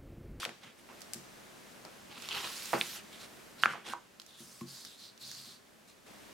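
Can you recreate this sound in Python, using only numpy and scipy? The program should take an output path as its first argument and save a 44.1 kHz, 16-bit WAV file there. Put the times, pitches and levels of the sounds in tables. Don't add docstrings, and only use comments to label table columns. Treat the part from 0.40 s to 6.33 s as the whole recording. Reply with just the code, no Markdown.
import sys
import numpy as np
from scipy import signal
from scipy.fft import rfft, irfft, next_fast_len
from scipy.io import wavfile
from scipy.ndimage import map_coordinates

SR = 44100
rng = np.random.default_rng(int(sys.argv[2]) if len(sys.argv) > 2 else 0)


def to_wav(s):
    ch = np.atleast_2d(s).T
    pcm = np.round(np.clip(ch, -1, 1) * 32767)
    wavfile.write(sys.argv[1], SR, pcm.astype(np.int16))


N = 261503

# (frequency [Hz], correlation [0-1])
NEAR_CORRELATION = [(60, 1), (250, 0.8), (600, 0.53), (1500, 0.87), (4000, 0.76), (12000, 0.72)]


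def from_db(db):
    return 10 ** (np.asarray(db) / 20)


def rms_one(x):
    return x / np.sqrt(np.mean(x ** 2) + 1e-20)


def at_hz(points, hz):
    freqs, values = np.transpose(points)
    return np.interp(np.log(np.maximum(hz, 1)), np.log(freqs), values)


def panned(x, pan_db):
    return x * from_db([[pan_db / 2], [-pan_db / 2]])


def add(out, s, sound):
    at = max(round(s * SR), 0)
    out[:, at:at + sound.shape[-1]] += sound[..., :N - at]


def stroke(start, end, rise_s, fall_s):
    t = np.arange(N) / SR
    ramp = np.minimum((t - start) / rise_s, 1 - (t - end) / fall_s)
    return np.sin(np.pi / 2 * np.clip(ramp, 0, 1)) ** 2


def resonate(x, hz, width_hz):
    r = np.exp(-np.pi * width_hz / SR)
    zeros = np.array([1, 0, -1]) * (1 - r * r) / 2
    poles = [1, -2 * r * np.cos(2 * np.pi * hz / SR), r * r]
    return signal.lfilter(zeros, poles, x)


def coloured(pair, colour, tilt_db=0, correlation=NEAR_CORRELATION):
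    length = pair.shape[-1]
    size = next_fast_len(length)
    hz = np.arange(size // 2 + 1) * SR / size
    alike = np.clip(at_hz(correlation, hz), 0, 1)
    gain = from_db(at_hz(colour, hz) + tilt_db * np.log2(np.maximum(hz, 500)))
    mid, side = rfft(pair, size) * gain
    both = np.sqrt(1 + alike) * mid + np.sqrt(1 - alike) * side * [[1], [-1]]
    without_rumble = both * hz / (hz + 20)
    return rms_one(irfft(without_rumble, size)[:, :length])


def friction(size, slips_per_s, spread_db, smooth):
    happens = rng.random((2, size)) < slips_per_s / SR
    strength = from_db(spread_db * np.minimum(rng.exponential(1, (2, size)), 3))
    slips = happens * strength * rng.choice([-1, 1], (2, size))
    return rms_one(slips) + smooth * rng.standard_normal((2, size))


def judder(per_s, depth_db):
    knots = rng.standard_normal(N)
    return from_db(depth_db * np.interp(np.arange(N) * per_s / SR, np.arange(N), knots))


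def shifting(x, per_s, per_octave, depth_db):
    hz, s, spectrum = signal.stft(x, SR, nperseg=256)
    places = np.meshgrid(np.log2(1 + hz / hz[1]) * per_octave, s * per_s, indexing="ij")
    patches = map_coordinates(rng.standard_normal((64, 1024)), places, order=1, mode="wrap")
    return signal.istft(spectrum * from_db(depth_db * patches), SR)[1][:, :N]


def pop(hz, share, order=2):
    swing = signal.unit_impulse(SR // 5) + 1e-18
    for _ in range(order):
        swing = resonate(swing, hz, share * hz)
    return swing / np.abs(swing).max()


def air(low_db=-60.5, lift_db=7):
    # (start [s], end [s], rise [s], fall [s])
    lifts = [(.3, 2.98, 0.31, 0.59), (5.65, 5.93, .025, .1)]
    # (frequency [Hz], relative density [dB])
    hiss_colour = [(15, -38), (25, -12), (70, -10.5), (166, -6), (217, 0), (293, -5), (394, -4), (476, -7),
                   (591, -5.5), (863, -10), (1610, -11), (3920, -17), (7510, -20.5), (13600, -26.5),
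                   (16000, -31.5)]
    # (frequency [Hz], correlation [0-1])
    diffuse_correlation = [(60, .5), (200, 0.38), (450, 0.05), (1300, 0.18), (4400, 0.58), (12000, .6)]
    lifted = sum(stroke(*lift) for lift in lifts)
    hiss = coloured(rng.standard_normal((2, N)), hiss_colour, correlation=diffuse_correlation)
    return from_db(low_db + lift_db * lifted) * hiss


def room(x, first_s=0.0028, build_s=0.00084):
    # (frequency [Hz], time [s])
    decay_times = [(100, 0.63), (400, 0.2), (1200, 0.17), (3000, 0.78), (6000, 0.5), (11000, -2)]
    # (frequency [Hz], level [dB])
    echo_levels = [(100, -15.5), (300, -1), (700, -5.5), (1400, -9), (3000, -18.5), (6000, -9.5),
                   (14000, -22)]
    t = np.arange(SR * 2 // 3) / SR
    edges = 62.5 * 2. ** np.arange(9)
    build = 1 - np.exp(-np.maximum(t - first_s, 0) / build_s)
    echo = 0
    for low, high in zip(edges, edges[1:]):
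        hz = np.sqrt(low * high)
        noise = coloured(rng.standard_normal((2, len(t))), [(1, 0), (SR, 0)])
        fade = from_db(-60 * t / at_hz(decay_times, hz)) * build
        band = signal.sosfilt(signal.butter(2, [low, high], "band", fs=SR, output="sos"), noise)
        echo = echo + band * fade / np.sqrt(np.sum(fade ** 2)) * from_db(at_hz(echo_levels, hz))
    return signal.fftconvolve(x, echo, axes=1)[:, :N]


def thuds(contact_s=0.0082):
    # (time [s], level [dB])
    blows = [(.066, -50), (.752, -45), (2.338, -36.5), (2.386, -41), (3.258, -47), (3.474, -51),
             (3.998, -49), (4.21, -37.5), (5.068, -59)]
    # (frequency [Hz], relative level [dB], time for a 60 dB decay [s])
    modes = [(100, -14, 0.16), (136, -7, 0.31), (183.3, -9, 0.3), (231.7, 2.5, 0.14), (287.4, -6.5, .12),
             (350, 0.5, .07)]
    out, t = np.zeros((2, N)), np.arange(SR // 3) / SR
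    ring = 0
    for k, (hz, db, t60) in enumerate(modes):
        sign = (-1) ** k
        ring = ring + sign * from_db(db - 60 * t / t60) * np.sin(2 * np.pi * hz * t)
    for s, db in blows:
        add(out, s, from_db(db) * ring * (1 - np.exp(-t / contact_s)))
    return out


def landings(pan_db=0):
    # (time [s], peak level [dB], pitch [Hz], width [Hz])
    drops = [(.492, -57.5, 990, 45), (3.54, -44.5, 968, 26), (4.2113, -43.5, 1080, 140)]
    out = np.zeros((2, N))
    for s, db, hz, width_hz in drops:
        add(out, s, panned(from_db(db) * pop(hz, width_hz / hz), pan_db))
    return out


def turning(width_hz=800, skirt_hz=2600, edge_hz=2900, side_db=-8, pan_db=-1):
    # (start [s], end [s], swish level [dB], hiss level [dB], first pitch [Hz], last pitch [Hz])
    shoves = [(3.852, 3.99, -61.5, -65.5, 3860, 3455), (3.96, 4.189, -67, -57, 5200, 4930),
              (4.248, 4.39, -53, -54.5, 4850, 4520), (4.431, 4.502, -55, -59, 3950, 3730),
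              (4.56, 4.639, -54, -59.5, 4150, 4190), (4.782, 4.978, -50, -53, 4350, 4386),
              (5.011, 5.101, -54.5, -57.5, 4330, 4200)]
    # (frequency [Hz], relative density [dB])
    wood_colour = [(70, -22), (128, 11.5), (165, 3), (230, 4), (400, -15), (800, -5.5), (1100, -0.5),
                   (2300, -3), (5000, 2.5), (7500, 3.5), (11000, -0.5), (16000, -8.5)]
    rise_s, fall_s = 0.048, 0.11
    random_phase = np.exp(2j * np.pi * rng.random(N))
    slips = friction(N, slips_per_s=1800, spread_db=3.5, smooth=0.79) * random_phase
    rings = signal.lfilter(*signal.butter(2, skirt_hz, fs=SR), slips)
    rings = signal.lfilter(*signal.butter(1, width_hz / 2, fs=SR), rings)
    hiss = coloured(friction(N, slips_per_s=4500, spread_db=4.5, smooth=1.0), wood_colour)
    radiation = signal.butter(4, edge_hz, "high", fs=SR, output="sos")
    out, grip = 0, judder(per_s=42, depth_db=0.6)
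    for start, end, swish_db, hiss_db, first_hz, last_hz in shoves:
        pitch = np.interp(np.arange(N) / SR, [start, end], [first_hz, last_hz])
        carrier = np.exp(2j * np.pi * np.cumsum(pitch) / SR)
        mid, side = np.real(rings * carrier)
        swish = signal.sosfilt(radiation, mid + from_db(side_db) * side * [[1], [-1]])
        rubbing = from_db(swish_db) * rms_one(swish) * grip + from_db(hiss_db) * hiss
        out = out + stroke(start, end, rise_s, fall_s) * rubbing
    return panned(out, pan_db)


def brushes(ring_share=0.17, ring_db=5, pan_db=-1):
    # (strongest time [s], rise [s], fall [s], relative level [dB], tilt [dB per octave], ring pitch [Hz])
    grazes = [(.02, 0.088, 0.054, -41, 2.5, 3420), (.239, 0.03, 0.11, -54.5, -1, 3220),
              (.39, 0.02, .032, -59.5, 1.5, 9500), (2.566, .03, .054, -50, 2.5, 2860),
              (2.75, 0.052, 0.052, -53, 2, 3500), (2.831, 0.051, 0.04, -48.5, 2.5, 3970),
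              (3.201, 0.035, .03, -53, 1, 4200), (3.228, 0.017, 0.05, -44, 4, 4550),
              (3.318, .045, 0.035, -45.5, 0, 2090), (3.48, .04, 0.058, -45.5, 0.5, 3400),
              (3.524, 0.04, 0.017, -42.5, 2.1, 1440), (5.49, 0.019, 0.054, -60, 5, 3940)]
    # (frequency [Hz], relative density [dB])
    graze_colour = [(60, -14), (150, 7), (500, 1), (1300, 0.5), (2000, 1), (3400, -4), (5000, -6.5),
                    (8000, -10.5), (12000, -17), (16000, -30)]
    out, size = np.zeros((2, N)), SR // 4
    for top, rise, fall, db, tilt_db, ring_hz in grazes:
        t = max(top - rise, 0) + np.arange(size) / SR
        swell = np.sin(np.pi / 2 * np.interp(t - top, [-rise, 0, fall], [0, 1, 0]))
        slips = friction(size, slips_per_s=3000, spread_db=4.0, smooth=0.61)
        graze = coloured(slips, graze_colour, tilt_db)
        ring = from_db(ring_db) * resonate(graze, ring_hz, ring_share * ring_hz)
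        add(out, t[0], from_db(db) * swell * rms_one(graze + ring))
    return panned(out, pan_db) * judder(per_s=140, depth_db=2.25)


def paper(catch_db=1, catch_hz=3000, catch_width_hz=1500, pan_db=-1.5):
    # (start [s], end [s], relative level [dB])
    edge_scrapes = [(1.687, 1.78, -57.5), (1.801, 1.85, -54), (1.889, 1.955, -41.5), (2.017, 2.036, -42.5),
                    (2.076, 2.317, -58)]
    # (frequency [Hz], relative density [dB])
    edge_colour = [(60, -10), (120, -5.5), (280, -12.5), (420, -1), (620, -6.5), (800, 1), (1250, 2),
                   (1800, -2.5), (2200, -4.5), (2600, -1.5), (3300, -6), (4300, -3), (7700, -19),
                   (15000, -32)]
    face_colour = [(100, -26), (600, -17), (1500, -5.5), (2600, -4.5), (4500, -1.5), (7000, -5),
                   (10000, -7.5), (13000, -9), (16000, -17.5)]
    scrape = coloured(friction(N, slips_per_s=1700, spread_db=4.5, smooth=0.91), edge_colour)
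    scrape = scrape * judder(per_s=96, depth_db=3.5)
    catches = coloured(friction(N, slips_per_s=220, spread_db=0.5, smooth=0.45), edge_colour)
    for _ in range(2):
        catches = resonate(catches, catch_hz, catch_width_hz)
    edge = scrape + from_db(catch_db) * rms_one(catches)
    face = coloured(friction(N, slips_per_s=4000, spread_db=2.5, smooth=1.0), face_colour)
    face = face * judder(per_s=70, depth_db=0.7)
    scraping = sum(from_db(db) * stroke(start, end, rise_s=0.036, fall_s=0.097)
                   for start, end, db in edge_scrapes)
    pushing = from_db(-45.5) * stroke(1.635, 2.55, rise_s=0.46, fall_s=.065)
    return panned(scraping * edge + pushing * face, pan_db)


def ticks(gain_db=-2, share=0.89, low_ratio=0.39, low_db=-12, shiver_db=-13, shiver_s=0.0028,
          rustle_db=-30, rustle_s=0.049, delay_s=.0008, crack_db=-14, crack_hz=9500, crack_share=0.26):
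    # (time before the delay [s], level before the gain [dB], pitch [Hz], left over right [dB])
    flicks = [(.051, -18, 2380, 1), (.0918, -29, 1480, -4), (0.606, -37, 6000, -8), (.617, -28, 4750, -5),
              (0.7339, -18, 6300, 3), (0.7427, -25.5, 6040, -2), (1.45, -35, 4080, 7),
              (1.821, -32, 5000, -11), (1.8875, -22, 2920, -5), (1.9285, -28, 2640, 0),
              (1.9482, -30, 2580, -3), (1.978, -28, 2530, -2), (2.2213, -30, 3140, -1.5),
              (2.256, -26, 5660, -4), (3.798, -30, 3580, -2), (3.8167, -35.5, 3960, 0),
              (3.863, -38, 5470, -5), (4.21, -38, 1900, 3), (4.449, -26.5, 4200, 1),
              (4.7765, -38.5, 4100, 0), (4.9141, -28, 4700, -1)]
    out, t = np.zeros((2, N)), np.arange(SR // 7) / SR
    fade = from_db(shiver_db) * np.exp(-t / shiver_s) + from_db(rustle_db) * np.exp(-t / rustle_s)
    crack = from_db(crack_db) * pop(crack_hz, crack_share)
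    for s, db, hz, pan_db in flicks:
        flick = pop(hz, share) + from_db(low_db) * pop(low_ratio * hz, share) + crack
        noise = rng.standard_normal((2, len(t)))
        shiver = rms_one(resonate(noise, hz, share * hz)) * fade
        for part in flick, shiver:
            add(out, s + delay_s, panned(from_db(db + gain_db) * part, pan_db))
    return out


def snaps(crack_db=-20, crack_hz=5600, crack_share=0.35, rattle_share=1.45, overtone_width=1.64):
    # (time [s], main mode level [dB], pitch [Hz], overtone pitch [Hz],
    # overtone level over main [dB], rattle level [dB], rattle decay [s], left over right [dB])
    buckles = [(.031, -28.5, 1190, 1690, -13, -45, 0.027, 4), (0.0602, -33, 560, 1310, -5, -48, 0.04, -2),
               (.4895, -54, 930, 2260, -3, -52.5, 0.047, -3), (1.4499, -43.5, 600, 1400, -2, -49, 0.036, 0),
               (2.3321, -18.5, 643, 1180, -8.5, -31, 0.024, -4),
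               (2.3365, -17.5, 970, 1860, -7, -31.5, 0.032, 1),
               (2.3439, -25.5, 383, 740, -3, -50, 0.024, -2),
               (2.4121, -16, 2400, 3560, -0.5, -39.5, 0.027, -3),
               (3.2356, -9, 1420, 2890, -5, -35, 0.014, -4.5),
               (3.2577, -10, 1340, 2370, -10, -41, 0.049, 1.5),
               (3.2581, -33.5, 346, 740, 1.5, -58.5, 0.036, -1),
               (3.3359, -29.5, 1160, 2300, -23, -46.5, 0.053, -4),
               (3.3544, -35, 820, 1520, -7, -56, 0.034, -3),
               (3.5355, -24, 980, 1410, -13, -49, 0.022, -4.5)]
    # (frequency [Hz], relative density [dB])
    rattle_colour = [(40, -19), (130, 10), (600, 4.5), (1200, 0), (1800, -2), (2700, -1.5), (4000, -10),
                     (16000, -16)]
    width_at_1khz = 536
    out, t = np.zeros((2, N)), np.arange(SR // 4) / SR
    crack = from_db(crack_db) * pop(crack_hz, crack_share)
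    for s, db, hz, overtone_hz, overtone_db, rattle_db, rattle_s, pan_db in buckles:
        share, overtone_share = width_at_1khz / np.sqrt(1000 * np.array([hz, overtone_hz]))
        overtone = from_db(overtone_db) * pop(overtone_hz, overtone_width * overtone_share, order=4)
        swing = pop(hz, share) - overtone
        add(out, s, panned(from_db(db) * (swing + crack), pan_db))
        slips = friction(len(t), slips_per_s=590, spread_db=3, smooth=0.84)
        rattle = rms_one(resonate(coloured(slips, rattle_colour), hz, rattle_share * hz))
        add(out, s, panned(from_db(rattle_db) * rattle * np.exp(-t / rattle_s), pan_db))
    return out


def scene():
    rubbing = shifting(brushes() + paper() + turning(), per_s=55, per_octave=5, depth_db=2.5)
    handling = snaps() + landings() + ticks() + thuds() + rubbing
    return handling + room(handling) + air()


def record(dry):
    low_pass = signal.ellip(10, .1, 80, 15900, fs=SR, output="sos")
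    return signal.sosfilt(low_pass, dry)


dry = scene()
out = record(dry)
to_wav(out)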